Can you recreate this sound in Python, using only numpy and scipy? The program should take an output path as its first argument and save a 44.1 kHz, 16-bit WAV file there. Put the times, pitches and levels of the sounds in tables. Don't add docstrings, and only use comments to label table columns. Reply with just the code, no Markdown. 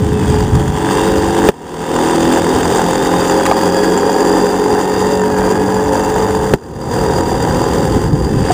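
import sys
import numpy as np
from scipy import signal
from scipy.fft import rfft, irfft, next_fast_len
from scipy.io import wavfile
from scipy.ndimage import uniform_filter1d, map_coordinates

SR = 44100
rng = np.random.default_rng(int(sys.argv[2]) if len(sys.argv) > 2 else 0)


def unload_wav(signal):
    wavfile.write(
        sys.argv[1],
        SR,
        np.round(np.clip(np.atleast_2d(signal).T, -1, 1) * 32767).astype(np.int16),
    )


def gain_from_db(level_db):
    decades = np.asarray(level_db, float) / 20
    return 10 ** decades


N = 376173

# time_s, loudness_db, mouth_view_db, shell_nearness_db, bearing (-1.35..1, no
CAMERA = [(0, -14, 6, -3.5, 0.57), (.35, -10.5, 6.5, 1.5, -0.77), (.68, -11.5, 3.5, -4, -1.35),
          (.85, -16.5, 7.5, -1, 1), (1.1, -13.5, 5, 0.5, 0.73), (1.47, -13, 5, -1.5, 0.93),
          (2.05, -13.5, 6, 0, 0.28), (3.2, -12, 3.5, 0.5, 0.2), (3.8, -11.5, 1, 2, 0.29),
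          (4.5, -11, -0.5, 0.5, -0.28), (5.2, -13, 0.5, 0.5, -1.2), (5.9, -12, -1.5, -0.5, -0.11),
          (6.5, -12, 0, -0.5, -0.42), (7.05, -11, 0, 1, -0.66), (8.05, -10, 2.5, 0.5, -0.7),
          (8.11, -13, -1, 1, 0.024), (8.27, -12.5, 0, 1, 0.46), (8.53, -14, 8, 2.5, 0.39)]
# freq_hz, level_db_per_hz
HUM = [(65, -16.5), (110, -22.5), (183, -12.5), (237, -13.5), (318, -4), (371, -5.5), (420, -1.5),
       (551, -9.5), (618, -55), (700, -23), (910, -52), (1540, -120)]


def wheels():
    loud_db, view_db, near_db, bearing = curves(CAMERA)
    turn = shaft()
    orders, clarity_db = shaft_orders(turn, near_db, bearing)
    sputter_db, grit_db = 2.6 * wobble(45), 2.2 * wobble(260)
    throb_db = 2.9 * np.cos(turn) + 3.6 * np.cos(2 * turn - .8) + sputter_db + grit_db
    hum = gain_from_db(3.5 + clarity_db) * orders + coloured(shake(0.37, throb_db), HUM)
    hum = hum / np.hypot(1, gain_from_db(4.0 + clarity_db))
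    body = wheel_body(turn, throb_db, view_db)
    ring = bearing_ring(throb_db)
    hiss = air_hiss(throb_db, view_db, near_db, bearing)
    ring_db = -24 + 3.2 * near_db + 0.42 * wobble(6)
    whole = hum + gain_from_db(-8.5 + 0.41 * view_db) * body + gain_from_db(ring_db) * ring + gain_from_db(-22 + 0.58 * view_db) * hiss
    unsteady_db = 0.51 * wobble(8.2)
    return gain_from_db(loud_db + unsteady_db) * (whole + gain_from_db(view_db) * rattle(turn))


# time_s, loss_turns_per_s, recovery_time_constant_s
SLOWDOWNS = [
    (-3.5, 12.3587, 2.9494),
    (1.4934, 11.1619, 3.2078),
    (6.545, 11.7136, 3.2937),
]


def shaft():
    free_hz, start_turns = 50.6296, -.13
    t = np.arange(N) / SR
    latest = np.searchsorted([row[0] for row in SLOWDOWNS], t) - 1
    start, loss, recovery = np.transpose(SLOWDOWNS)[:, latest]
    speed = free_hz - loss * np.exp(-(t - start) / recovery)
    return 2 * np.pi * (start_turns + np.cumsum(speed) / SR)


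# shaft_multiple, level_db
ORDERS = [(1, -0.5), (2, -6.5), (3, -12.5), (4, 0.5), (5, -1), (6, 4), (7, -2.5), (8, -7.5), (9, 1),
          (10, -4), (11, -1.5), (12, 3.5), (13, 1), (14, -2), (15, 0), (16, 2), (17, -6), (18, 3), (19, -2),
          (20, 0.5), (21, -4.5), (23, 1), (24, 4)]
# freq_hz, level_db
HOUSING = [(40, -10), (190, 3), (260, -2.5), (345, 4), (425, 6), (480, -12), (535, 2.5), (620, -18.5),
           (800, -6.5), (950, -3.5), (1150, -47), (1400, -60)]
# time_s, ninth_order_db, eighth_order_db, eleventh_order_db, steadiness_db
PANELS = [(0, 6.5, 0, 0, -2.5), (.8, 2, 7, -7, 2), (.95, 4, 0, 4, -3.5), (1.4, 5.5, -3, 6.5, -1),
          (2.2, 1, 15, 1, 3.5), (2.8, 4.5, 4, -6, -0.5), (3.2, -1, 7, -9, 4), (3.9, 1, -10, -9, -4.5),
          (4.9, -0.5, 3, 2, 0), (5.1, 1.5, -2, 2, -1.5), (5.25, 8, -1, -1, 2.5), (5.6, 1, 4, 2, -2.5),
          (5.95, 1, -7, 4, 8), (6.1, 1.5, -3, -1, -0.5), (6.5, 2.5, -5, 3, 1.5), (7.4, -13, 6, 6, 3),
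          (8.53, 6, 3, -6, -8)]


def shaft_orders(turn, near_db, bearing):
    speed = np.gradient(turn) * SR / (2 * np.pi)
    ninth_db, eighth_db, eleventh_db, steady_db = curves(PANELS)
    settle_db = .7 * (speed - speed.mean())
    clarity_db = steady_db + 0.12 * near_db + settle_db
    beam_db = 14 * bearing
    lobes = {6: beam_db / 3, 7: beam_db, 8: eighth_db, 11: eleventh_db}
    lobes[9] = ninth_db + 1.5 * settle_db
    lines = np.zeros(N)
    for k, db in ORDERS:
        waver_db = (.75 if k == 9 else 1.3) * (1.1 * wobble(2.5) + 2.2 * wobble(14))
        phase = (.3 + .026 * k) * wobble(10) + rng.uniform(0, 2 * np.pi)
        lines += gain_from_db(db + lobes.get(k, 0) + waver_db) * np.sin(k * turn + phase)
    return coloured(lines, HOUSING), clarity_db


# freq_hz, level_db_per_hz
BODY = [(340, -34), (580, 3), (611, -7.5), (783, 6), (929, 2.5), (1020, 5), (1110, -6.5), (1220, -3),
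        (1380, -6.5), (1690, -6.5), (1880, -8), (2310, -21.5), (2480, -20.5), (2790, -15.5), (2970, -17.5),
        (3180, -15.5), (3400, -16.5), (3600, -17), (4130, -34), (4500, -20), (5850, -27), (9900, -120)]


def wheel_body(turn, throb_db, view_db):
    knocking = gain_from_db(-9 + .7 * view_db) * taps(turn)
    body = unit(knocking + coloured(shake(0.49, throb_db), BODY))
    upper = filtered(body, lambda hz: 1 / (1 + (2300 / (hz + 1)) ** 8))
    return body + (gain_from_db(view_db) - 1) * upper


# freq_hz, width_hz, level_db
TAP = [(858, 230, 3), (1194, 37, 2.5), (1605, 320, -2)]


def taps(turn):
    at, square = contacts(turn)
    chance = rng.standard_normal((N // 300, 2))[:len(at)]
    size_db = 1.2 * chance[:, 0] + 5 * square
    late = (8 * chance[:, 1]).astype(int)
    blows = np.bincount(np.clip(at + late, 0, N - 1), gain_from_db(size_db), N)
    return unit(filtered(resonant(blows, TAP), lambda hz: 1 / (1 + (hz / 2050) ** 8)))


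def bearing_ring(throb_db):
    grit = gain_from_db(.6 * throb_db + wobble(70)) * rng.standard_normal(N)
    return unit(resonant(resonant(grit, [(4785, 130, 0)]), [(4790, 260, 0)]))


# freq_hz, level_db_per_hz
HISS = [(3000, -10), (5100, -2), (5510, -6), (5800, 4), (6700, 6.5), (7270, 8.5), (7960, 1), (8430, -0.5),
        (9680, 1), (12000, -15), (14100, -3.5), (14600, -0.5), (15200, -2), (16000, -14)]
# freq_hz, width_hz, level_db
VENT = [(8440, 225, -0.5)]
# freq_hz, width_hz, level_db
COWL = [(9230, 160, -8)]


def air_hiss(throb_db, view_db, near_db, bearing):
    hiss = coloured(shake(0.54, throb_db), HISS)
    vent = gain_from_db(1.6 * view_db) * resonant(hiss, VENT)
    hiss = hiss + vent + gain_from_db(near_db - 0.75 * view_db) * resonant(hiss, COWL)
    delay_s = .0021 + .0003 * bearing
    return hiss + gain_from_db(-8) * map_coordinates(hiss, [np.arange(N) - SR * delay_s])


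def shake(depth, throb_db):
    return gain_from_db(depth * throb_db) * rng.standard_normal(N)


# freq_hz, width_hz, level_db
TICK = [(1620, 200, -4), (2780, 200, -9), (7250, 480, -8), (8560, 150, -14)]


def rattle(turn):
    at, square = contacts(turn)
    scatter_db = 1.5 * rng.standard_normal(N // 300)[:len(at)]
    db = -8 + 12 * (square - 1) + scatter_db
    ticks = resonant(bursts(at / SR, db + 25, .011), TICK)
    return filtered(ticks, lambda hz: 1 / (1 + (hz / 9000) ** 8))


# time_s, laps
CREEP = [(0, .4), (.46, 4.39), (.74, 6.38), (1.37, 8.99), (1.62, 10.64), (1.8, 11.41), (2.37, 13.56),
         (2.67, 15.19), (3.01, 16.23), (3.92, 22.01), (4.54, 26.49), (5.24, 29.15), (5.39, 30.29),
         (5.93, 32.88), (6.8, 37.31), (7, 38.01), (8.11, 43.24), (8.53, 44.68)]


def contacts(turn):
    half = np.floor(turn / np.pi)
    at = np.flatnonzero(np.diff(half)) + 1
    laps = curves(CREEP)[0][at]
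    return at, np.cos(np.pi * half[at]) * np.cos(2 * np.pi * laps)


# time_s, peak_db
HARD_TICKS = [(0.0648, -25), (0.192, -26), (0.2453, -21), (0.2987, -22), (0.4254, -18), (0.4783, -20),
              (0.6255, -18), (0.6784, -24), (0.9288, -21), (0.9822, -24), (1.0031, -23), (1.0236, -23),
              (1.044, -17), (1.0645, -21), (1.2725, -24), (1.3867, -19), (1.4391, -21), (1.7165, -32),
              (1.8028, -30), (1.9624, -16), (2.0722, -19), (2.0961, -18), (2.2049, -22), (2.2283, -13),
              (2.3361, -15), (2.3595, -17), (2.383, -23), (2.4423, -19), (2.4897, -23), (2.5486, -18),
              (2.6304, -13), (2.6539, -18), (2.7586, -12), (2.7816, -14), (2.817, -21), (2.8409, -21),
              (2.9317, -16), (2.9552, -18), (3.035, -18), (3.0574, -19), (3.0809, -22), (3.1378, -20),
              (3.239, -19), (3.2809, -13), (3.2964, -11), (3.3747, -19), (3.3977, -17), (3.4535, -11),
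              (3.5319, -20), (3.6097, -22), (3.6885, -18), (3.7653, -15), (3.8432, -16), (3.8985, -20),
              (3.8983, -20), (3.9752, -12), (3.9971, -17), (4.1288, -14), (4.2051, -16), (4.26, -20),
               (4.281, -18), (4.3573, -20), (4.4117, -18), (4.4331, -18), (4.466, -18), (4.5633, -20),
               (4.6816, -19), (4.8008, -25), (4.8212, -19), (4.8961, -19), (4.9385, -21), (4.9918, -16),
               (5.0253, -19), (5.0662, -20), (5.1196, -18), (5.1739, -20), (5.1949, -20), (5.2158, -20),
               (5.2373, -22), (5.5017, -20), (5.5216, -19), (5.5955, -25), (5.7426, -18), (5.7751, -24),
               (5.8379, -20), (5.8584, -21), (5.9422, -23), (6.0255, -20), (6.0465, -18), (6.1407, -19),
               (6.1821, -21), (6.2231, -20), (6.2749, -21), (6.3488, -22), (6.4421, -18), (6.9758, -24),
               (7.0113, -20), (7.1834, -21), (7.2073, -17), (7.2328, -23), (7.3161, -18), (7.3679, -23),
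               (7.4248, -15), (7.5326, -22), (7.6393, -15), (7.7456, -21), (7.8514, -17), (7.9232, -22),
               (8.0025, -25), (8.2789, -26), (8.4275, -20), (8.463, -20)]
# time_s,
# peak_db
HARD_TAPS = [(0.404, -11), (0.583, -12), (0.846, -7), (0.866, -6), (0.888, -9), (0.908, -5), (0.93, -10),
             (0.981, -8), (1.045, -10), (1.064, -8), (1.115, -10), (1.19, -8), (1.232, -8), (1.37, -8),
             (1.418, -8), (1.439, -6), (1.488, -5), (1.489, -2), (1.741, -15), (1.938, -9), (1.962, -7),
             (1.987, -6), (2.034, -7), (2.096, -5), (2.134, -5), (2.313, -8), (2.36, -9), (2.372, -4),
             (2.466, -4), (2.503, -7), (2.525, -6), (2.573, -6), (2.63, -6), (2.713, -7), (2.748, -8),
             (2.793, -1), (2.816, -4), (2.839, -9), (2.931, -9), (3.013, -7), (3.092, -5), (3.22, -6),
             (3.33, -3), (3.398, -7), (3.409, -4), (3.454, -3), (3.487, -6), (3.513, -1), (3.566, -10),
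             (3.579, -7), (3.621, -8), (3.667, -7), (3.776, -8), (4.008, -7), (4.031, -6), (4.093, -6),
             (4.151, -8), (4.183, -9),
             (4.216, -7), (4.303, -4), (4.368, -6), (4.39, -6), (4.498, -7), (4.541, -6), (4.617, -8),
              (4.639, -9), (4.755, -9), (4.778, -7), (4.798, -9), (4.95, -9), (5.216, -7), (5.236, -7),
              (5.278, -9), (5.3, -7), (5.342, -10), (5.375, -8), (5.395, -9), (5.417, -5), (5.438, -5),
              (5.458, -7), (5.479, -8), (5.689, -8), (5.774, -7), (5.794, -9), (5.92, -8), (5.983, -9),
              (6.004, -8), (6.139, -8), (6.161, -7), (6.181, -9), (6.221, -9), (6.296, -8), (6.4, -8),
              (6.441, -10), (6.461, -9), (6.524, -10), (6.537, -1), (6.711, -21), (6.875, -14),
              (6.973, -11), (6.987, -8), (7.011, -9), (7.036, -10), (7.098, -6), (7.122, -7), (7.207, -7),
              (7.292, -7), (7.317, -8), (7.425, -8), (7.509, -8), (7.553, -7), (7.617, -7), (7.64, -7),
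              (7.805, -9), (7.887, -10), (8.075, -8)]
# freq_hz, level_db, t60_s
LOOSE_PART = [(2150, -9, .015), (2760, -8, .022), (3350, -14, .015), (5300, -13, .01), (5950, -9, .01),
              (6600, -4, .01), (6950, -2, .011), (7200, -1, .023), (7480, -3, .011), (8560, -14, .014)]
# freq_hz, level_db, t60_s
RUBBER = [(770, -1, .021), (930, 0, .02), (1230, -17, .03), (1530, -6, .016), (1750, -8, .014)]


def hard_knocks():
    ticks = rings(HARD_TICKS, LOOSE_PART, rise_s=.001)
    knocks = rings(HARD_TAPS, RUBBER, rise_s=.001)
    return gain_from_db(2) * ticks + gain_from_db(-1.5) * knocks


def rings(rows, modes, rise_s):
    x, t = np.zeros(N + SR), np.arange(SR // 40) / SR
    hz, db, t60 = np.transpose(modes)[:, :, None]
    rise = 1 - np.exp(-(t / rise_s) ** 2)
    for s, peak_db in rows:
        size, pitch = rng.standard_normal((2, len(modes), 1))
        cycles = hz * (1 + .015 * pitch) * (t - rise_s)
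        tones = gain_from_db(db + 3 * size - 60 * t / t60) * np.sin(2 * np.pi * cycles + 99 * size[0])
        ring = np.sum(tones, 0) * rise
        x[round(s * SR):][:len(t)] += gain_from_db(peak_db) * ring / np.abs(ring).max()
    return x[:N]


SLAPS = [
    1.4892,
    6.538,
]
# slap_db, gain_duck_db, gain_recovery_s
THROWS = [
    (16, 20.5, 0.41),
    (16, 17.5, 0.36),
]
# freq_hz, width_hz, level_db
CHUTE = [(190, 110, 26), (490, 220, -37), (930, 1000, 20)]


def balls():
    slap, blows = np.zeros(N), np.zeros(N)
    for s, (db, *_) in zip(SLAPS, THROWS):
        t = np.clip(np.arange(N) / SR - s + .0013, 0, .1)
        cycles = 400 * t + .3 * (1 - np.exp(-t / .001))
        slap -= gain_from_db(db - 60 * t / 0.025) * np.sin(2 * np.pi * cycles)
        blows[round(s * SR)] = gain_from_db(db + 6)
    scuff = bursts(SLAPS, [row[0] - 7.5 for row in THROWS], t60=0.011)
    return slap + resonant(blows + scuff, CHUTE)


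# time_s, peak_db, bright_db, hollow_db
KNOCKS = [
    (3.4545, -9, -24, -16),
    (3.461, -5, -24, -6),
    (3.4648, -2, -18, -6),
    (3.5135, -12, -26, 12),
    (3.522, -18, -25, 14),
]
# freq_hz, width_hz, level_db
HOPPER = [(1930, 290, 12), (2720, 500, 2), (3840, 1500, 0)]
# freq_hz, width_hz, level_db
SNAP = [(5030, 1300, 0), (7900, 1600, 10), (14500, 1800, -21)]
# time_s, peak_db, pitch_hz, t60_s
BUMP = [
    (8.502, 3, 730, 0.073),
]


def hopper():
    s, db, bright_db, hollow_db = np.transpose(KNOCKS)
    knock = resonant(resonant(bursts(s, db + 12.5, 0.013), HOPPER), [(2500, 4900, 0)])
    knock += resonant(bursts(s, db + bright_db + 25, 0.015), SNAP)
    knock += resonant(bursts(s, db + hollow_db + 30.5, 0.0061), [(1210, 140, 3.0), (750, 280, 2)])
    for at, peak_db, hz, t60 in BUMP:
        t = np.maximum(np.arange(N) / SR - at, 0)
        rise = 1 - np.exp(-t / 0.0013)
        knock = knock + gain_from_db(peak_db - 60 * t / t60) * np.sin(2 * np.pi * hz * t) * rise
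    return knock


# time_s, mesh_hz, level_db, brightness_db_per_overtone, middle_overtone_db
FEEDER = [(.09, 893, -50, 4, -3), (.15, 885, -39, 2, 6), (.33, 805, -40, 0, 5), (.5, 828, -43, 5, -5),
          (.68, 818, -43, 5, -8), (.8, 870, -45, 2, -3), (.9, 885, -39, 1, 3), (1, 918, -38, 2, 0),
          (1.4, 918, -43, 0, 2), (2.3, 888, -43, 5, -6), (2.5, 922, -43, 5, -6), (3.26, 912, -40, 5, -6),
          (3.33, 862, -43, 4, -6), (3.42, 835, -39, 1, -6), (3.57, 824, -38, 0, -8),
          (3.8, 842, -35, -3, -11), (3.98, 817, -36, -2, -9), (4.1, 815, -37, -3, -8)]
FEEDER_ON = [(4.27, 855, -39, -7, -10), (4.35, 885, -38, -4, -6), (4.55, 912, -40, -2, -6),
             (4.7, 908, -43, 0, -5), (4.9, 917, -39, -5, -4), (5.12, 910, -36, -2, -6),
             (5.19, 908, -38, -4, -1), (5.27, 862, -42, -9, -9), (5.35, 835, -41, -9, -7),
             (5.41, 800, -40, -8, -3), (5.5, 806, -40, -8, -4), (5.63, 838, -40, -9, -9),
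             (5.69, 820, -40, -9, -7), (5.79, 858, -41, -8, -7), (5.87, 872, -43, -5, -6),
             (6.05, 912, -42, -2, 1), (6.5, 905, -48, -2, -4), (7, 918, -44, 0, -2),
             (7.86, 915, -45, 1, -4), (8.2, 905, -54, 0, -4), (8.34, 888, -42, -3, 5),
             (8.44, 862, -41, -1, 3), (8.53, 842, -38, 2, -8)]


def feeder():
    hz, level_db, bright_db, middle_db = curves(FEEDER, FEEDER_ON)
    slack = .00016 * np.maximum(hz - 870, 0)
    jitter = (.0032 + slack) * wobble(140) + .002 * wobble(6) + .004 * wobble(18)
    turn = 2 * np.pi * np.cumsum(hz * (1 + jitter)) / SR
    whine = np.zeros(N)
    for k, db in [(2, level_db - bright_db), (3, level_db + middle_db), (4, level_db + bright_db)]:
        waver_db = 2.0 * wobble(25) + .4 * wobble(4)
        whine += gain_from_db(db + 1 + waver_db) * np.sin(k * turn)
    return whine


# freq_hz, level_db_per_hz
RUMBLE = [(12, -30), (22, -20), (60, -4), (124, -4), (154, -5), (221, -11), (280, -11), (300, -11),
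          (390, -21), (660, -120)]


def wind():
    lumps = gain_from_db(0.5 * wobble(11.0) + 1.5 * wobble(35)) * rng.standard_normal(N)
    return gain_from_db(wind_db()) * coloured(lumps, RUMBLE)


# time_s, strength_db
BREEZE = [(0, -4.5), (.7, -6), (1, -32), (1.47, -20.5), (2.05, -31), (3.2, -27), (4.4, -50), (5.1, -29.5),
          (6.4, -20.5), (7.05, -18.5), (8.1, -12), (8.42, -6), (8.53, -18)]
# centre_s, half_length_s, peak_db
GUSTS = [(0.49, 0.028, -35), (1.21, 0.15, -16), (2.24, 0.041, -20.5), (2.574, 0.14, -21.5),
         (4.557, 0.021, -39), (4.707, 0.02, -20.5), (4.99, 0.063, -25.5), (5.21, 0.027, -41),
         (5.416, 0.062, -23), (6.097, 0.066, -44), (6.523, 0.026, -19), (6.792, 0.27, -16),
         (7.834, 0.013, -9), (7.964, 0.045, -4), (8.105, 0.047, -4)]


def wind_db():
    t = np.arange(0, N, 64) / SR
    power = gain_from_db(2 * np.interp(t, *np.transpose(BREEZE)))
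    for s, half, db in GUSTS:
        power = power + gain_from_db(2 * db) * np.exp(-((t - s) / half) ** 2)
    return np.interp(np.arange(N) / SR, t, 10 * np.log10(power))


def unit(x):
    return x / np.sqrt(np.mean(x ** 2) + 1e-20)


def curves(*tables):
    s, *cols = np.transpose(np.vstack(tables))
    return [np.interp(np.arange(N) / SR, s, c) for c in cols]


def wobble(rate):
    at = np.arange(0, N + 32, 32)
    knots = rng.standard_normal(int(N * rate / SR) + 4)
    return np.interp(np.arange(N), at, map_coordinates(knots, [at * rate / SR]))


def filtered(x, response):
    m = next_fast_len(N + SR // 2)
    return irfft(rfft(x, m) * response(np.fft.rfftfreq(m, 1 / SR)), m)[:N]


def coloured(x, points):
    hz, db = np.transpose(points)
    return unit(filtered(x, lambda f: gain_from_db(np.interp(np.log(f + 1), np.log(hz), db, -120, -120))))


def resonant(x, peaks):
    def response(f):
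        total = 0
        for k, (centre, width, db) in enumerate(peaks):
            damping = 1j * f * width
            total = total + (-1) ** k * gain_from_db(db) * damping / (centre * centre - f * f + damping)
        return total
    return filtered(x, response)


def bursts(times, peak_db, t60):
    x = np.zeros(N + SR)
    t = np.arange(SR * (.06 if t60 > .02 else .02)) / SR
    for s, db in zip(times, peak_db):
        puff = gain_from_db(-60 * t / t60) * rng.standard_normal(len(t))
        x[round(s * SR):][:len(t)] += gain_from_db(db) * puff / np.linalg.norm(puff)
    return x[:N]


def scene():
    return (wheels() + hard_knocks() + feeder() + balls() + hopper() + wind())[None]


def band_limit(x):
    return signal.sosfilt(signal.butter(12, 16380, fs=SR, output="sos"), x)


def record(dry):
    over_db = np.maximum(wind_db() + 21, 0)
    yield_db = uniform_filter1d(0.47 * over_db, round(0.13 * SR))
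    gain_db = np.zeros(N)
    for s, (_, duck_db, recovery) in zip(SLAPS, THROWS):
        t = np.maximum(np.arange(N) / SR - s - .002, 0)
        attack = 1 - np.exp(-(t / 0.017) ** 3)
        gain_db -= duck_db * attack * np.clip(1 - (t - .07) / recovery, 0, 1)
    overloaded = np.clip(dry[0] * gain_from_db(-yield_db), -1.15, 1.15)
    sagged = filtered(overloaded, lambda hz: 1j * hz / (1j * hz + 35))
    x = np.clip(sagged * gain_from_db(gain_db), -.99, .99)
    mix = filtered(x, lambda hz: hz < 15280)[None]
    return band_limit(mix)


dry = scene()
out = record(dry)
unload_wav(out)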